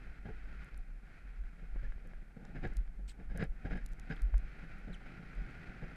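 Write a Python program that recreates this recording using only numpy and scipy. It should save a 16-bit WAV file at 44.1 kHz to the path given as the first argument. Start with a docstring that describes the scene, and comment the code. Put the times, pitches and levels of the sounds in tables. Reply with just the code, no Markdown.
"""Turf with a log to jump: a galloping horse, heard from a small closed camera worn on the rider's helmet.
The mount wobbles as one low wandering tone, and wind buffets and roars as noise in two housing colours.
Dull thuds are damped tones with a crunch of small shocks; knocks on the helmet ring the housing modes.
Tack ticks as bright snaps and squeaks twice by stick and slip; the housing briefly whistles.
The microphone dulls the top and the recorder lays a faint hiss under everything."""
import sys
import numpy as np
from scipy import signal
from scipy.fft import rfft, irfft
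from scipy.io import wavfile

SR = 44100
rng = np.random.default_rng(int(sys.argv[2]) if len(sys.argv) > 2 else 0)


def generate_wav(signal):
    """Clip the signal to [-1, 1] and save it as 16-bit WAV at the path in sys.argv[1]."""
    frames = np.transpose(np.atleast_2d(signal))
    scaled = np.clip(frames, -1, 1) * 32767
    pcm = np.round(scaled).astype(np.int16)
    wavfile.write(sys.argv[1], SR, pcm)


N = 262832

# swing of the camera mount between jolts: (time [s], level [dB], pitch [Hz])
MOUNT_SWING = [(0.0, -42.5, 46.8), (0.35, -46.5, 43.6), (0.64, -44.5, 45.16), (0.8, -45, 38.14),
               (1.08, -50.5, 39.2), (1.38, -46.5, 39.47), (1.6, -41, 38.8), (1.82, -40.5, 40.3),
               (2.05, -43, 33.67), (2.38, -52.5, 34.22), (2.65, -41.5, 33.34), (2.9, -39.5, 41.17),
               (3.15, -59, 42.87), (3.42, -47, 40.45), (3.85, -46, 36.07), (4.1, -46.5, 35.97),
               (4.45, -50, 41.6), (4.7, -42.5, 44.5), (5.05, -51, 33.8), (5.4, -50, 42.45),
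               (5.65, -55, 42.7), (5.96, -51, 43)]
# jolts that set the mount ringing: (time of peak [s], peak level [dB], rise [s])
MOUNT_JOLTS = [(0.1, -57, 0.038), (0.33, -43.5, 0.017), (0.46, -49, 0.023), (0.75, -42.5, 0.037),
               (0.82, -46, 0.016), (0.9, -37, .02), (0.955, -41.5, .025), (1.28, -43.5, 0.038),
               (1.41, -34, .03), (1.71, -47, .025), (1.79, -34, 0.032), (1.87, -45, 0.038),
               (1.962, -33.5, 0.0083), (2.17, -39.5, 0.027), (2.46, -52, 0.013), (2.6, -39, 0.023),
               (2.69, -35, 0.019), (2.785, -24, 0.017), (3.019, -37.5, 0.049), (3.32, -37, 0.073),
               (3.5, -34, 0.016), (3.66, -35, 0.012), (3.73, -37, .02), (3.83, -37, 0.047),
               (3.919, -37, 0.016), (4.14, -42.5, 0.018), (4.243, -20, 0.017), (4.35, -17, 0.016),
               (4.44, -39.5, 0.018), (4.6, -70, 0.023), (4.89, -38.5, 0.029), (5.392, -31.5, 0.029),
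               (5.69, -49, 0.021), (5.839, -41.5, 0.019)]
# colour of the irregular sway of the mount: (frequency [Hz], level [dB])
SWAY_COLOUR = [(8, -23), (16, 20.5), (30, 5.5), (55, -7.0), (90, -77), (200, -120)]
# wind on the housing, before its flutter: (time [s], buffeting level [dB], roar level [dB])
WIND_LEVELS = [(0.0, -49, -57), (0.2, -56, -59.5), (0.63, -55.5, -56), (1.0, -61.5, -67),
               (1.12, -57.5, -57.5), (1.27, -58.5, -60), (1.52, -58.5, -63.5), (1.8, -59, -59),
               (2.0, -58.5, -64), (2.14, -57.5, -61.5), (2.33, -59, -67), (2.45, -49.5, -59),
               (2.72, -51.5, -57.5), (2.88, -59.5, -68), (3.15, -57.5, -65.5), (3.33, -57.5, -64),
               (3.48, -55.5, -70), (3.62, -55, -59), (3.82, -57, -57.5), (3.97, -53, -60.5),
               (4.18, -53, -52.5), (4.3, -54.5, -60), (4.62, -52, -52.5), (4.95, -52, -57), (5.1, -49, -54),
               (5.3, -53, -55.5), (5.52, -48, -53), (5.96, -49.5, -53.5)]
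# colour of the buffeting, below the dip of the housing: (frequency [Hz], relative level [dB per Hz])
BUFFET_COLOUR = [(10, -8.5), (45, 2.5), (75, -1.5), (110, -2), (165, 2), (230, -5), (320, -10.5),
                 (450, -15.5), (600, -18.5), (770, -14), (900, -23), (1050, -64), (1300, -115),
                 (3000, -130)]
# colour of the roar, above the dip: (frequency [Hz], relative level [dB per Hz])
ROAR_COLOUR = [(600, -22), (1050, -16.5), (1280, -8.5), (1420, 0), (1650, -5), (2100, -5.5), (2500, -8.5),
               (2900, -20), (3100, -18.5), (3600, -25), (3850, -23), (5000, -27.5), (5600, -31.5),
               (8000, -39.5), (12000, -46)]
# colour of the recorder's hiss: (frequency [Hz], relative level [dB per Hz])
HISS_COLOUR = [(500, 1.5), (3000, -16.5), (8000, -18.5), (12400, -21), (12900, -26), (15000, -51)]
# response of the microphone: (frequency [Hz], level [dB])
MICROPHONE_RESPONSE = [(20, -3.5), (11000, -3), (13000, -9.5), (15000, -13)]
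# hoofbeats and jolts of the stride: (time [s], level [dB], thud pitch [Hz], crunch length [s],
# crunch level against the thud [dB], upper housing modes against the lower [dB])
BLOWS = [(0.253, -41.5, 227, 0.019, 2.5, -9), (0.287, -43, 435, 0.015, 4, -12.5),
         (1.578, -49, 169, 0.028, -10, 1.5), (1.621, -42.5, 168, 0.037, -19, -13),
         (1.755, -52, 169.2, 0.018, 0.5, -9), (1.826, -40, 111, 0.037, -11, -2),
         (2.041, -45, 143.3, 0.057, -7.5, -10), (2.36, -44.5, 219, 0.043, -9, -13),
         (2.484, -41, 175, 0.023, -20, 0), (2.55, -43.5, 204, 0.027, -0.5, -4.5),
         (2.63, -38.5, 104.7, 0.022, -1, -5), (2.639, -35, 356.4, 0.022, -4.5, -6),
         (2.662, -38.5, 106, 0.0095, -21, -10), (2.987, -44.5, 189.5, 0.02, -10, -14),
         (3.19, -41, 188, 0.027, -8.5, -10), (3.296, -46.5, 125.4, 0.034, -2.5, -1.5),
         (3.349, -33.5, 172, 0.042, -9, -7.5), (3.393, -30, 99.5, 0.035, -9, -3),
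         (3.42, -36.5, 162, 0.016, -3.5, -3), (3.431, -33.5, 137, 0.0076, -28, -16),
         (3.44, -53, 171.6, .012, -7, 13), (3.647, -36, 168, 0.031, -3.5, -8.5),
         (3.707, -33, 159, 0.022, -6.5, -3), (3.726, -32.5, 185, 0.028, -14.5, -5),
         (3.752, -38.5, 107, 0.037, -10.5, -1), (4.099, -30, 158, 0.025, -10, 0),
         (4.128, -51, 176.7, 0.012, -3, 3), (4.192, -52, 306, 0.011, -2, 8),
         (4.63, -39, 162.4, 0.02, -21, 8), (4.876, -45, 171, 0.017, 2, -10),
         (4.896, -36.5, 178.7, 0.0096, -9.5, -5), (5.06, -46.5, 163, 0.016, -11, 1),
         (5.195, -38.5, 169.6, 0.017, -21, -7), (5.37, -49.5, 172, 0.027, -2, -5),
         (5.469, -41, 123.2, 0.023, -10, -17), (5.823, -35, 142.6, 0.025, -6.5, -11),
         (5.897, -50, 140.4, 0.046, -20, -10)]
# further rings of every thud: (frequency [Hz], level against the first [dB])
THUD_UPPER_RINGS = [(345, -18.5), (450, -15.5), (545, -17.5)]
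# modes of the camera housing: (frequency [Hz], width [Hz], level [dB])
HOUSING_MODES = [(169, 99, -1), (359, 145, -23), (442, 69, -1.5), (526, 290, -8.5), (787, 28, -8),
                 (1390, 46, -10.5), (1641, 97, 3.5), (2090, 280, -7), (2670, 700, -17), (3140, 260, -16.5),
                 (3760, 89, -17.5), (4990, 57, -19), (6740, 250, -37)]
# ticks of buckles and straps: (time [s], peak level [dB], centre [Hz], spread [octaves])
TACK_TICKS = [(0.6453, -48.5, 9300, 0.63), (0.7435, -53, 4300, 0.34), (0.776, -44, 10000, 0.42),
              (2.0732, -51, 9600, 0.55), (2.4513, -48, 5240, 0.47), (2.6743, -52, 6960, 0.6),
              (2.7352, -53, 6620, 0.74), (2.7689, -33.5, 9500, 1.4), (3.3746, -34, 9000, 0.65),
              (3.4397, -45, 8340, .72), (3.7727, -52.5, 7640, 0.73), (3.8407, -56, 6600, 1),
              (3.8616, -33.5, 10150, 1.1), (3.8885, -53, 8220, 1), (3.9188, -54, 6910, 0.83),
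              (3.9231, -58, 6540, 1), (3.9269, -53, 7260, .9), (3.9332, -45, 7440, 1.3),
              (3.9969, -39, 7070, 1.27), (4.1608, -54, 7040, .9), (4.166, -50, 3397, 0.21),
              (4.2193, -38.5, 9100, 1.1), (4.3799, -41, 7730, .95), (4.7865, -58, 9750, .9),
              (5.3515, -53, 8010, 0.98), (5.5079, -60, 7080, 0.8)]
# sharp knocks on the helmet and mount:
# (time [s], push level [dB], push length [s], housing ring against the push [dB])
HELMET_KNOCKS = [(0.745, -45.5, 0.000075, -6), (1.437, -60, 0.00018, 12), (1.76, -39.5, 0.00031, -17),
                 (1.921, -50.5, 0.00017, 8), (1.98, -47.5, 0.00028, -6), (2.134, -43.5, 0.00028, -1),
                 (2.451, -46, 0.00019, -3), (2.73, -54, 0.000088, 5), (2.877, -50.5, 0.00008, 1),
                 (3.299, -54, .0002, 1), (3.425, -22.5, 0.00071, -4), (3.648, -28.5, 0.0013, -31),
                 (4.341, -34.5, 0.00019, -5.5)]
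# brief faint whistles of the housing: (time of peak [s], peak level [dB], pitch [Hz], length [s])
HOUSING_WHISTLES = [(1.797, -53.5, 1600, 0.0083), (1.854, -48, 1720, 0.005), (4.111, -36, 1560, 0.0028)]
# squeaks of a strap, one list each: (time [s], level [dB], slip rate [Hz], roughness [0-1])
STRAP_SQUEAKS = [
    [(3.077, -64, 4400, .8), (3.086, -53, 4300, .75), (3.095, -50, 3900, .6), (3.106, -54, 2800, .65),
     (3.116, -55, 1700, .55), (3.131, -67, 1150, .5)],
    [(4.928, -66, 4400, .1), (4.9315, -57, 3950, .1), (4.938, -61, 3750, .1), (4.941, -57, 3300, .1),
     (4.945, -53, 3120, .1), (4.95, -56, 2980, .1), (4.956, -58, 2250, .15), (4.96, -64, 2000, .2)],
]
# overtones of the slips: (multiple of the slip rate, level [dB])
SLIP_OVERTONES = [(1, 8), (2, -7), (3, -10)]
# colour of the rasp of rough slips: (frequency [Hz], level [dB])
RASP_COLOUR = [(1000, -22), (1500, -3), (3000, 0), (4300, -2),
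               (6000, -10), (8200, 4), (9800, -18), (13000, -12)]

SWING_LUMPS = 0.38  # unevenness of the swing, share of its size
JOLT_FALL = 1.08  # late in a jolt, time to ring down by 1/e, against the rise
# a blow shakes the housing in the wind: levels [dB] and length against its crunch
SHAKE_LOW_DB, SHAKE_HIGH_DB, SHAKE_STRETCH = 3.5, -4.5, 1.29
SHAKE_RISE_S, SHAKE_LEAD_S = 0.014, 0.0085  # softer than the crunch, and a little ahead
SPLIT_HZ = 1050  # dip between the lower and upper modes of the housing
TICK_S = 0.002  # time for the crackle to fall by 1/e on either side of the snap
HISS_DB, EDGE_HZ = -75.5, 15000  # recorder: hiss level before the band limit, and that limit


def gain_of(db):
    """Decibels to amplitude."""
    return 10 ** (np.asarray(db) / 20)


def evened(x):
    """Scales to rms 1."""
    return x / np.sqrt(np.mean(x ** 2) + 1e-20)


def columns(rows, t):
    """Every column after the time, read at the times t."""
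    s, *values = np.transpose(rows)
    return [np.interp(t, s, v) for v in values]


def coloured(x, points):
    """Filters x by a (frequency [Hz], level [dB]) table, read along log frequency."""
    f, db = np.transpose(points)
    hz = np.fft.rfftfreq(len(x), 1 / SR)
    gain = gain_of(np.interp(np.log(hz + 1), np.log(f), db))
    return irfft(rfft(x) * gain, len(x))


def drift(hz, count=N):
    """Slow chance of rms 1, with changes up to about hz a second."""
    f = np.fft.rfftfreq(count, 1 / SR)
    lowpass = 1 / (1 + (f / hz) ** 4)
    return evened(irfft(rfft(rng.standard_normal(count)) * lowpass, count))


def add(mix, s, sound):
    """Mixes a sound in from time s."""
    part = mix[max(round(s * SR), 0):][:len(sound)]
    part += sound[:len(part)]


def wobble(unsteady_hz=4.85, sway=0.51):
    """The mount rings at one low wandering pitch, swelled by jolts; sway is the power share of slow noise."""
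    t = np.arange(N) / SR
    db, hz = columns(MOUNT_SWING, t)
    swing = gain_of(db) * (1 + SWING_LUMPS * drift(11.7))
    jolts = np.zeros(N)
    for s, peak_db, rise in MOUNT_JOLTS:
        u = (t - s) / rise
        fall = np.hypot(1, u / JOLT_FALL) - 1
        jolt = gain_of(peak_db) * np.exp(-np.where(u < 0, u ** 2, fall))
        jolts = np.hypot(jolts, jolt)  # overlapping jolts add in power
    swing = swing + jolts
    turns = np.cumsum(hz + unsteady_hz * drift(19.4)) / SR
    ring = np.sqrt(2) * np.sin(2 * np.pi * turns)
    slow = evened(coloured(rng.standard_normal(N), SWAY_COLOUR))
    sway_size = np.minimum(swing, gain_of(-33))  # hard jolts feed the ring alone
    return np.sqrt(1 - sway) * swing * ring + np.sqrt(sway) * sway_size * slow


def turbulence():
    """Steady noise in the two colours of the housing."""
    low, high = rng.standard_normal((2, N))
    return evened(coloured(low, BUFFET_COLOUR)), evened(coloured(high, ROAR_COLOUR))


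def crunches(stretch=1, rise_s=0.0038, lead_s=0):
    """Envelopes of the blows in the lower and upper modes: each holds, then stops quickly."""
    dull, bright = np.zeros(N), np.zeros(N)
    t = np.arange(SR // 6) / SR
    for s, db, _, length, crunch_db, upper_db in BLOWS:
        rise = 1 - np.exp(-t / rise_s)
        stop = np.exp(-(t / (stretch * length + lead_s)) ** 2)
        crunch = gain_of(db + crunch_db) * rise * stop
        add(dull, s - lead_s, crunch)
        add(bright, s - lead_s, crunch * gain_of(upper_db))
    return dull, bright


def wind():
    """Eddies flutter both colours together, each with lumps of its own; every blow adds a burst."""
    buffet_db, roar_db = columns(WIND_LEVELS, np.arange(N) / SR)
    dull, bright = crunches(SHAKE_STRETCH, SHAKE_RISE_S, SHAKE_LEAD_S)
    low = np.hypot(gain_of(buffet_db), gain_of(SHAKE_LOW_DB) * dull)
    high = np.hypot(gain_of(roar_db), gain_of(SHAKE_HIGH_DB) * bright)
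    buffet, roar = turbulence()
    eddies = drift(61)
    # flutter in dB around a small trim
    low_flutter = gain_of(-1 + 1.88 * eddies + 0.48 * drift(25))
    high_flutter = gain_of(-2.5 + 0.82 * eddies + 0.5 * drift(130) + 1.0 * drift(12))
    return buffet * low * low_flutter + roar * high * high_flutter


def housing(x, upper=None):
    """Rings the damped modes of the housing, the upper ones from their own drive if given."""
    t = np.arange(2048) / SR
    modes = []
    for k, (hz, width, db) in enumerate(HOUSING_MODES):
        sign = (-1) ** k  # neighbours alternate
        decay = np.exp(-np.pi * width * t)
        modes.append(sign * gain_of(db) * width * decay * np.sin(2 * np.pi * hz * t))
    modes = np.array(modes)
    modes = modes / abs(modes.sum(axis=0)).max()
    high = np.array(HOUSING_MODES)[:, 0] > SPLIT_HZ
    upper = x if upper is None else upper
    low_ring = signal.oaconvolve(x, modes[~high].sum(axis=0))
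    high_ring = signal.oaconvolve(upper, modes[high].sum(axis=0))
    return (low_ring + high_ring)[:len(x)]


def thuds(t60=0.14, grains_per_s=3000, spread_db=2.5):
    """Each blow is a few quickly damped rings and a clumpy crunch of small shocks through the housing."""
    ring, t = np.zeros(N), np.arange(SR // 8) / SR
    for s, db, hz, *_ in BLOWS:
        tones = np.sin(2 * np.pi * hz * t)
        for f, ring_db in THUD_UPPER_RINGS:
            tones = tones + gain_of(ring_db) * np.sin(2 * np.pi * f * t)
        onset = 1 - np.exp(-t / 0.0015)
        add(ring, s, gain_of(db - 60 * t / t60) * onset * tones)
    dull, bright = crunches()
    shocks = (rng.random(N) < grains_per_s / SR) * rng.standard_normal(N)
    grains = shocks * gain_of(spread_db * drift(63))
    return ring + housing(dull * grains, bright * grains) / np.std(housing(grains))


def ticks(snap=9):
    """One bright snap inside a very short crackle, broad around its centre."""
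    out, t, hz = np.zeros(N), np.arange(-256, 768) / SR, np.fft.rfftfreq(1024, 1 / SR)
    noise = rng.standard_normal((len(TACK_TICKS), 1024)) ** 3 / 4  # cubing makes it spiky
    for (s, db, centre_hz, octaves), crackle in zip(TACK_TICKS, noise):
        late = t - .001
        z = crackle * np.exp(-(late / TICK_S) ** 2) + snap * np.exp(-(late * SR) ** 2)
        band = np.exp(-.5 * (np.log2((hz + 1) / centre_hz) / octaves) ** 2)
        z = irfft(rfft(z) * band)
        add(out, s + t[0], gain_of(db) * z / abs(z).max())
    return out


def knocks():
    """One rounded push of the microphone with a slower rebound; its edge rings the housing."""
    push, click = np.zeros(N), np.zeros(N)
    for s, db, length, ring_db in HELMET_KNOCKS:
        u = np.arange(SR // 40) / SR / max(length, .00008) - 3  # in push lengths from its peak
        rebound = 0.43 * np.exp(-((u - 3.5) / 1.74) ** 2) * (u > -1.5)
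        add(push, s, gain_of(db) * (np.exp(-u ** 2) - rebound))
        add(click, s + 3 * length, gain_of(db + ring_db) * signal.windows.hann(9) / 4)
    return push + housing(click)


def whistles():
    """Short swells of one pitch."""
    out, t = np.zeros(N), np.arange(-SR // 40, SR // 40) / SR
    for s, db, hz, length in HOUSING_WHISTLES:
        swell = np.exp(-(t / length) ** 2)
        add(out, s + t[0], gain_of(db) * swell * np.sin(2 * np.pi * hz * t))
    return out


def squeak(rows):
    """Stick and slip at a falling rate; rough slips smear the overtones into a rasp."""
    t = np.arange(rows[0][0], rows[-1][0], 1 / SR)
    db, hz, rough = columns(rows, t)
    jitter = 1 + 0.35 * rough * drift(956, count=len(t))
    turns = np.cumsum(hz * jitter) / SR
    slips = sum(gain_of(d) * np.sin(2 * np.pi * k * turns) for k, d in SLIP_OVERTONES)
    unsteady = gain_of(11.0 * rough * drift(164.7, count=len(t)))
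    rasp = coloured(rng.standard_normal(len(t)), RASP_COLOUR)
    sound = (1 - rough) * evened(slips) * unsteady + 0.75 * rough * evened(rasp)
    return rows[0][0], gain_of(db) * sound * signal.windows.tukey(len(t), .06)


def scene():
    """All sources reach one microphone."""
    tack = ticks()
    for rows in STRAP_SQUEAKS:
        add(tack, *squeak(rows))
    return (wobble() + wind() + thuds() + knocks() + whistles() + tack)[None]


def record(dry):
    """The microphone dulls the top, the recorder adds its hiss; then the band limit."""
    hiss = gain_of(HISS_DB) * evened(coloured(rng.standard_normal(N), HISS_COLOUR))
    taken = coloured(dry[0], MICROPHONE_RESPONSE) + hiss
    band_limit = signal.firwin(511, EDGE_HZ, window=("kaiser", 9), fs=SR)
    return signal.oaconvolve(taken, band_limit, "same")[None]


dry = scene()
out = record(dry)
generate_wav(out)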